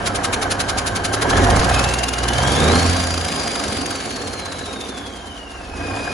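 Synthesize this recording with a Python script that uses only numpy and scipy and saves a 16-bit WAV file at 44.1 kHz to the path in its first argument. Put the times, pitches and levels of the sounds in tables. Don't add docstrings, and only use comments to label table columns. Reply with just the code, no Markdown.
import sys
import numpy as np
from scipy import signal
from scipy.fft import rfft, irfft, next_fast_len
from scipy.io import wavfile
from scipy.ndimage import uniform_filter1d, map_coordinates

SR = 44100
rng = np.random.default_rng(int(sys.argv[2]) if len(sys.argv) > 2 else 0)


def to_wav(s):
    ch = np.atleast_2d(s).T
    pcm = np.round(np.clip(ch, -1, 1) * 32767)
    wavfile.write(sys.argv[1], SR, pcm.astype(np.int16))


def linear_from_db(decibels):
    return 10 ** (np.asarray(decibels, float) / 20)


N = 270325
TIME_S = np.arange(N) / SR

# time_s, speed_turns_per_s
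CRANK_SPEED = [(0.0, 11.16), (1.05, 11.19), (1.22, 12.06), (1.58, 17.57), (1.59, 19.76), (1.8, 20.56),
               (2.0, 20.46), (2.25, 19.87), (2.4, 21.0), (2.75, 27.49), (2.93, 29.06), (3.15, 28.36),
               (3.4, 26.09), (4.2, 17.97), (4.9, 11.88), (5.55, 7.27), (5.7, 7.91), (6.13, 13.74)]
# time_s, load_db, firing_pressure_db
ENGINE_LOAD = [(0.0, -26, -34), (1.15, -26.5, -36), (1.39, -18.5, -23), (1.6, -19, -24), (1.85, -21, -21),
               (2.1, -28, -29.5), (2.4, -22, -22.5), (2.72, -19.5, -17.5), (2.9, -23, -18),
               (3.1, -28, -26.5), (3.42, -27.5, -30), (3.55, -27, -45), (4.2, -32.5, -66),
               (4.85, -34.5, -54), (5.46, -38.5, -54), (5.72, -36.5, -41), (5.83, -31, -41),
               (6.13, -29.5, -44)]
# time_s, blade_hz, whine_db
TURBO_SPOOL = [(0.0, 1530, -35), (1.17, 1545, -34), (1.35, 1660, -26), (1.57, 1960, -33), (1.67, 2400, -45),
               (1.75, 2540, -27), (2.0, 2775, -34.5), (2.25, 2890, -33), (2.48, 3220, -28.5),
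               (2.62, 3650, -27.5), (2.82, 4420, -29), (3.0, 4760, -32), (3.4, 4880, -32.5),
               (3.8, 4750, -35), (4.3, 4290, -38), (5.7, 2570, -41.5), (5.88, 2470, -31), (6.13, 2475, -28)]


def unit(x):
    return x / np.sqrt(np.mean(x ** 2) + 1e-20)


def along(points, hz):
    point_hz, value = np.transpose(points)
    return np.interp(np.log(hz + 1), np.log(point_hz + 1), value)


def curves(rows):
    time_s, *columns = np.transpose(rows)
    return [np.interp(TIME_S, time_s, column) for column in columns]


def wobble(rate_hz, count=1):
    at_knot = [np.arange(N) * rate_hz / SR]
    knots = int(N * rate_hz / SR) + 4
    return np.array([map_coordinates(rng.standard_normal(knots), at_knot) for _ in range(count)])


def filtered(x, response):
    size = next_fast_len(N + SR // 2)
    return irfft(rfft(x, size) * response(np.fft.rfftfreq(size, 1 / SR)), size)[..., :N]


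def coloured(x, spectrum):
    return unit(filtered(x, lambda hz: linear_from_db(along(spectrum, hz))))


def noise():
    return rng.standard_normal((2, N))


def patchy(x, depth_db):
    z = signal.stft(x, nperseg=512)[2]
    field = uniform_filter1d(rng.standard_normal(z.shape[1:]), size=6, axis=0)
    field = uniform_filter1d(field, size=8, axis=1)
    return signal.istft(z * linear_from_db(depth_db * unit(field)), nperseg=512)[1][:, :N]


def gate(turns, count, at, width, scatter_db):
    beat = (turns - at) * count + .5
    size = linear_from_db(.7 * scatter_db * rng.standard_normal(1000))[beat.astype(int) % 1000]
    return size * np.exp(-.5 * ((beat % 1 - .5) / (width * count)) ** 2)


def crank():
    first_turn, change_s, skipped_turns = -.7835, 1.585, .4173
    return np.cumsum(curves(CRANK_SPEED)[0]) / SR + first_turn + skipped_turns * (TIME_S > change_s)


def acceleration(smooth_samples):
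    return np.gradient(uniform_filter1d(curves(CRANK_SPEED)[0], size=smooth_samples)) * SR


def surge():
    return np.tanh(acceleration(6000) / 8)


def yard(x):
    # hz, t60_s
    decay = [(100, 0.39), (2000, 0.28), (10000, 0.18)]
    hz, t, z = signal.stft(rng.standard_normal((2, SR // 2)), SR, nperseg=256)
    tail = signal.istft(z * linear_from_db(-60 * t / along(decay, hz)[:, None]), SR, nperseg=256)[1]
    return signal.fftconvolve(x, tail / np.linalg.norm(tail[0]), axes=1)[:, :N]


def hum():
    return linear_from_db(-46) * np.sin(2 * np.pi * 60.0 * TIME_S)


def thump():
    return linear_from_db(-19) * np.exp(-.5 * ((TIME_S - 1.595) / .006) ** 2)


def turbo():
    blade_hz, whine_db = curves(TURBO_SPOOL)
    blade_hz = uniform_filter1d(blade_hz, size=6000)
    facing = np.clip((TIME_S - 5.58) / .1, 0, 1)
    spool = np.abs(np.gradient(blade_hz)) * SR / 4000
    angle = 2 * np.pi * np.cumsum(blade_hz + (8 + 100 * spool) * wobble(150)) / SR

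    def flicker():
        shake = wobble(190, count=2) + 1j * wobble(190, count=2)
        return unit(1.1 + (1 - .4 * facing) * shake)

    octave_db = -20 + 8 * (blade_hz < 1700) + 9 * facing
    tone = flicker() * np.exp(1j * angle)
    tone = tone + linear_from_db(octave_db) * flicker() * np.exp(2j * angle)
    return linear_from_db(whine_db - 3 + wobble(14)[0]) * tone.real * [[1.1], [1.15]]


def air(turns):
    # time_s, level_db
    port_level = [(0, -21), (2.9, -23.5), (3.9, -27.5), (4.25, -31), (4.8, -33.5), (5.5, -45.5),
                  (6.13, -38)]
    # hz, level_db_per_hz
    puff_spectrum = [(300, -18), (700, -12.5), (1300, 3.5), (2200, -2), (3500, -0.5), (6000, -3.5),
                     (9000, -4), (11600, -9), (12300, -53)]
    # hz, level_db_per_hz
    hiss_spectrum = [(1200, -16), (2200, 1), (3000, 1), (4500, -0.5), (6500, -3.5), (9000, -5.5),
                     (11600, -9.5), (12300, -56)]
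    puff_db, = curves(port_level)
    mean_load_db, follow, hiss_over_load_db = -27.5, 0.98, 1.5
    boost_db_per_octave, full_spool_hz = 6, 5120
    hiss_db = mean_load_db + follow * (curves(ENGINE_LOAD)[0] - mean_load_db) + hiss_over_load_db
    hiss_db += np.maximum(surge(), 0) * 16 / curves(CRANK_SPEED)[0]
    hiss_db += boost_db_per_octave * np.log2(curves(TURBO_SPOOL)[0] / full_spool_hz)

    puff = gate(turns, count=1, at=-0.013, width=0.09, scatter_db=1.4)
    puff += 0.16 * gate(turns, count=1, at=0.1, width=0.078, scatter_db=3.0)
    grain = linear_from_db(1.5 * wobble(700, count=2))
    flutter = 2.4 + 0.3 * gate(turns, count=3, at=0.06, width=.05, scatter_db=6.0)
    hiss = unit(patchy(coloured(grain * noise(), hiss_spectrum), depth_db=2.0))
    hiss = hiss * unit(flutter * linear_from_db(0.95 * wobble(25)))
    jet = unit(patchy(coloured(grain * noise(), puff_spectrum), depth_db=1.5))
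    return linear_from_db(puff_db + 2.5) * puff * jet + linear_from_db(hiss_db - 3.5) * hiss


def knocks():
    # start_s, peak_db
    hard_firings = [
        (0.996, -15),
        (5.809, -25),
        (5.839, -15),
        (5.889, -26),
        (5.959, -23),
        (6.05, -29),
        (6.074, -9),
    ]
    out, t = np.zeros((2, N + 2000)), np.arange(2000) / SR
    ring = np.sin(2 * np.pi * 1620 * t) + 0.54 * np.sin(2 * np.pi * 720 * t)
    attack = 1 - np.exp(-t / 0.0017)
    for start_s, peak_db in hard_firings:
        start = round(start_s * SR)
        out[:, start:start + len(t)] += linear_from_db(peak_db - 5.5 - 60 * t / 0.046) * attack * ring
    return out[:, :N]


def block(turns):
    # centre_hz, width_hz, level_db
    resonances = [(532, 56, 1), (699, 91, 4), (936, 363, -1.5), (1396, 640, -3.5), (1615, 116, 2),
                  (1960, 320, -12.5), (3096, 144, -0.5)]
    fuel = np.clip(acceleration(4000) / 15, 0, 1)
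    combustion = gate(turns, count=3, at=0.074, width=0.024, scatter_db=3.0)
    valves = gate(turns, count=1, at=0.341, width=0.054, scatter_db=-7.5)
    strike = 1.8 + (.5 + 0.96 * fuel) * combustion + 0.67 * valves
    ticks = (rng.random((2, N)) < .006) * rng.standard_normal((2, N))

    def casting(hz):
        total = 0
        for k, (centre, width, db) in enumerate(resonances):
            skirt = 1j * hz * width
            total = total + (-1) ** k * linear_from_db(db) * skirt / (centre * centre - hz * hz + skirt)
        return total / (1 + (hz / 2400) ** 6 + (400 / (hz + 1)) ** 6)

    roar = patchy(filtered(strike * (noise() + 5.2 * ticks), casting), depth_db=1.0)
    return linear_from_db(curves(ENGINE_LOAD)[0] + 0.13) * unit(roar)


def exhaust(turns):
    # hz, level_db_per_hz
    pipe_spectrum = [(110, -54), (150, -3.5), (180, -13.5), (207, 2), (232, -2.5), (260, 1), (310, 0.5),
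                     (365, 0.5), (420, -2), (500, -4), (700, -20.5), (1000, -43.5)]
    # hz, level_db_per_hz
    rumble_spectrum = [(20, -30), (35, -8), (55, -2), (90, 3.5), (140, -1.5), (190, -0.5), (260, -60)]
    speed = curves(CRANK_SPEED)[0]
    pipe_db, rumble_db = curves(ENGINE_LOAD)[0] + [[-3], [1.5]] + 2.5 * wobble(4.925, count=2)
    pipe_db = pipe_db + 0.73 * (TIME_S - 2)
    pipe_db += -0.5 * np.log2(speed / 16)
    pipe_db += 4 * np.maximum(surge(), 0) * (speed / 28) ** 3 - 1.5

    firing = np.floor(3 * turns).astype(int)
    cylinder = linear_from_db([7.5, -26.0, 0.0, -8.0, 3.5, -23.5])[firing % 6]
    pulses = np.diff(firing, prepend=firing[0]) * cylinder * linear_from_db(2.5 * wobble(60)[0])
    gas = noise() * (3.4 + gate(turns, count=3, at=0.08, width=0.07, scatter_db=4.))
    pipe = 0.33 * coloured(pulses, pipe_spectrum) + 1.037 * coloured(gas, pipe_spectrum)
    return linear_from_db(pipe_db) * pipe + linear_from_db(rumble_db - 10.5) * coloured(noise(), rumble_spectrum)


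def orders(turns):
    # hz, gain_db
    stack = [(33, -8.5), (55, 3.5), (70, -7), (98, 0.5), (125, -7.5), (158, -7), (178, -24), (207, -5)]
    pumping_db = [-89, -50, -54.5]
    idle_db, follow, uneven_db = [-34, -38, -34], [1, 1.15, .2], [1.2, 2.5, 6]
    speed = curves(CRANK_SPEED)[0]
    rise_db = curves(ENGINE_LOAD)[1] - idle_db[0]
    sharp_db = 2.5 * surge()
    lines = 0
    for k, motored_db in enumerate(pumping_db):
        order = 3 * (k + 1)
        fired_db = idle_db[k] + np.where(rise_db > 0, follow[k], 1) * rise_db
        fired_db = fired_db + along(stack, order * speed) + k * sharp_db
        waver_db = -2 + uneven_db[k] * speed / speed.max() * wobble(14)[0]
        level = (linear_from_db(fired_db) + linear_from_db(motored_db)) * linear_from_db(waver_db)
        lines = lines + level * np.sin(2 * np.pi * order * turns + k)
    return np.sqrt(2) * lines


def ports(pair):
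    # hz, correlation
    likeness = [(100, 0.89), (400, 1), (800, 0.74), (1550, 0.16), (2250, 0.61), (3000, 0.28), (4200, 0.41),
                (5300, 0.29), (6500, 0.61), (7400, 0.07), (8200, 0.9), (9100, 0.66), (10000, 0.93),
                (12000, 0.75)]
    # hz, lead_rad
    left_lead = [(50, 0), (900, .8), (1600, -.3), (2250, 0), (3000, 1), (4000, .2), (5000, .8), (6500, 0),
                 (7200, -.6), (8000, -3), (8800, -3.3), (9600, -6.2), (10800, -6.4), (11300, -9.4)]
    # hz, difference_db
    left_lean = [(60, -2.0), (140, -2), (350, -3.0), (840, -2.5), (2020, 0.5), (4870, 0.5), (11700, 0.5)]

    def spread(hz):
        turn = np.arccos(np.clip(along(likeness, hz), -1, 1)) / 2
        return np.array([np.cos(turn), np.sin(turn)])

    def split(hz):
        half = linear_from_db(along(left_lean, hz) / 2) * np.exp(.5j * along(left_lead, hz))
        return np.array([half, 1 / half])

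    mid, side = filtered(pair, spread)
    return filtered(np.array([mid + side, mid - side]), split)


def scene():
    turns = crank()
    engine = exhaust(turns) + block(turns) + knocks() + air(turns) + turbo()
    pressure = (orders(turns) + hum() + thump()) * [[1.4], [.1]]
    return ports(pressure + engine + linear_from_db(-10.5) * yard(engine))


def thrifty(x, from_hz, mid_db, side_db, top_hz, faint_db, jump_db):
    hz, _, z = signal.stft([x[0] + x[1], x[0] - x[1]], SR, nperseg=1536)
    bands = (np.abs(z[:, :768]) ** 2).reshape(2, 64, 12, -1).mean(axis=2)
    power = np.pad(np.repeat(bands, 12, axis=1), ((0, 0), (0, 1), (0, 0)))
    hz = hz[:, None]
    weaker = power < linear_from_db([[[-2 * mid_db]], [[-2 * side_db]]]) * power[::-1]
    masked = weaker & (hz > from_hz * np.array([[[3.5]], [[1]]]))
    faint = (power < linear_from_db(2 * faint_db) * power.mean(axis=(0, 1))) & (hz > top_hz)
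    treble = (power * (hz > top_hz / 2)).sum(axis=(0, 1))
    steady = treble < linear_from_db(2 * jump_db) * np.roll(treble, 1)
    mid, side = signal.istft(z * ~((masked | faint) & steady), SR, nperseg=1536)[1][:, :N]
    return np.array([mid + side, mid - side]) / 2


def low_pass(x):
    return signal.sosfilt(signal.butter(12, 12330, fs=SR, output="sos"), x)


def record(dry):
    soft = dry / (1 + np.abs(dry / .99) ** 6) ** (1 / 6)
    mix = thrifty(soft, from_hz=2000., mid_db=5., side_db=4., top_hz=10900., faint_db=-17., jump_db=8.)
    return low_pass(mix)


dry = scene()
out = record(dry)
to_wav(out)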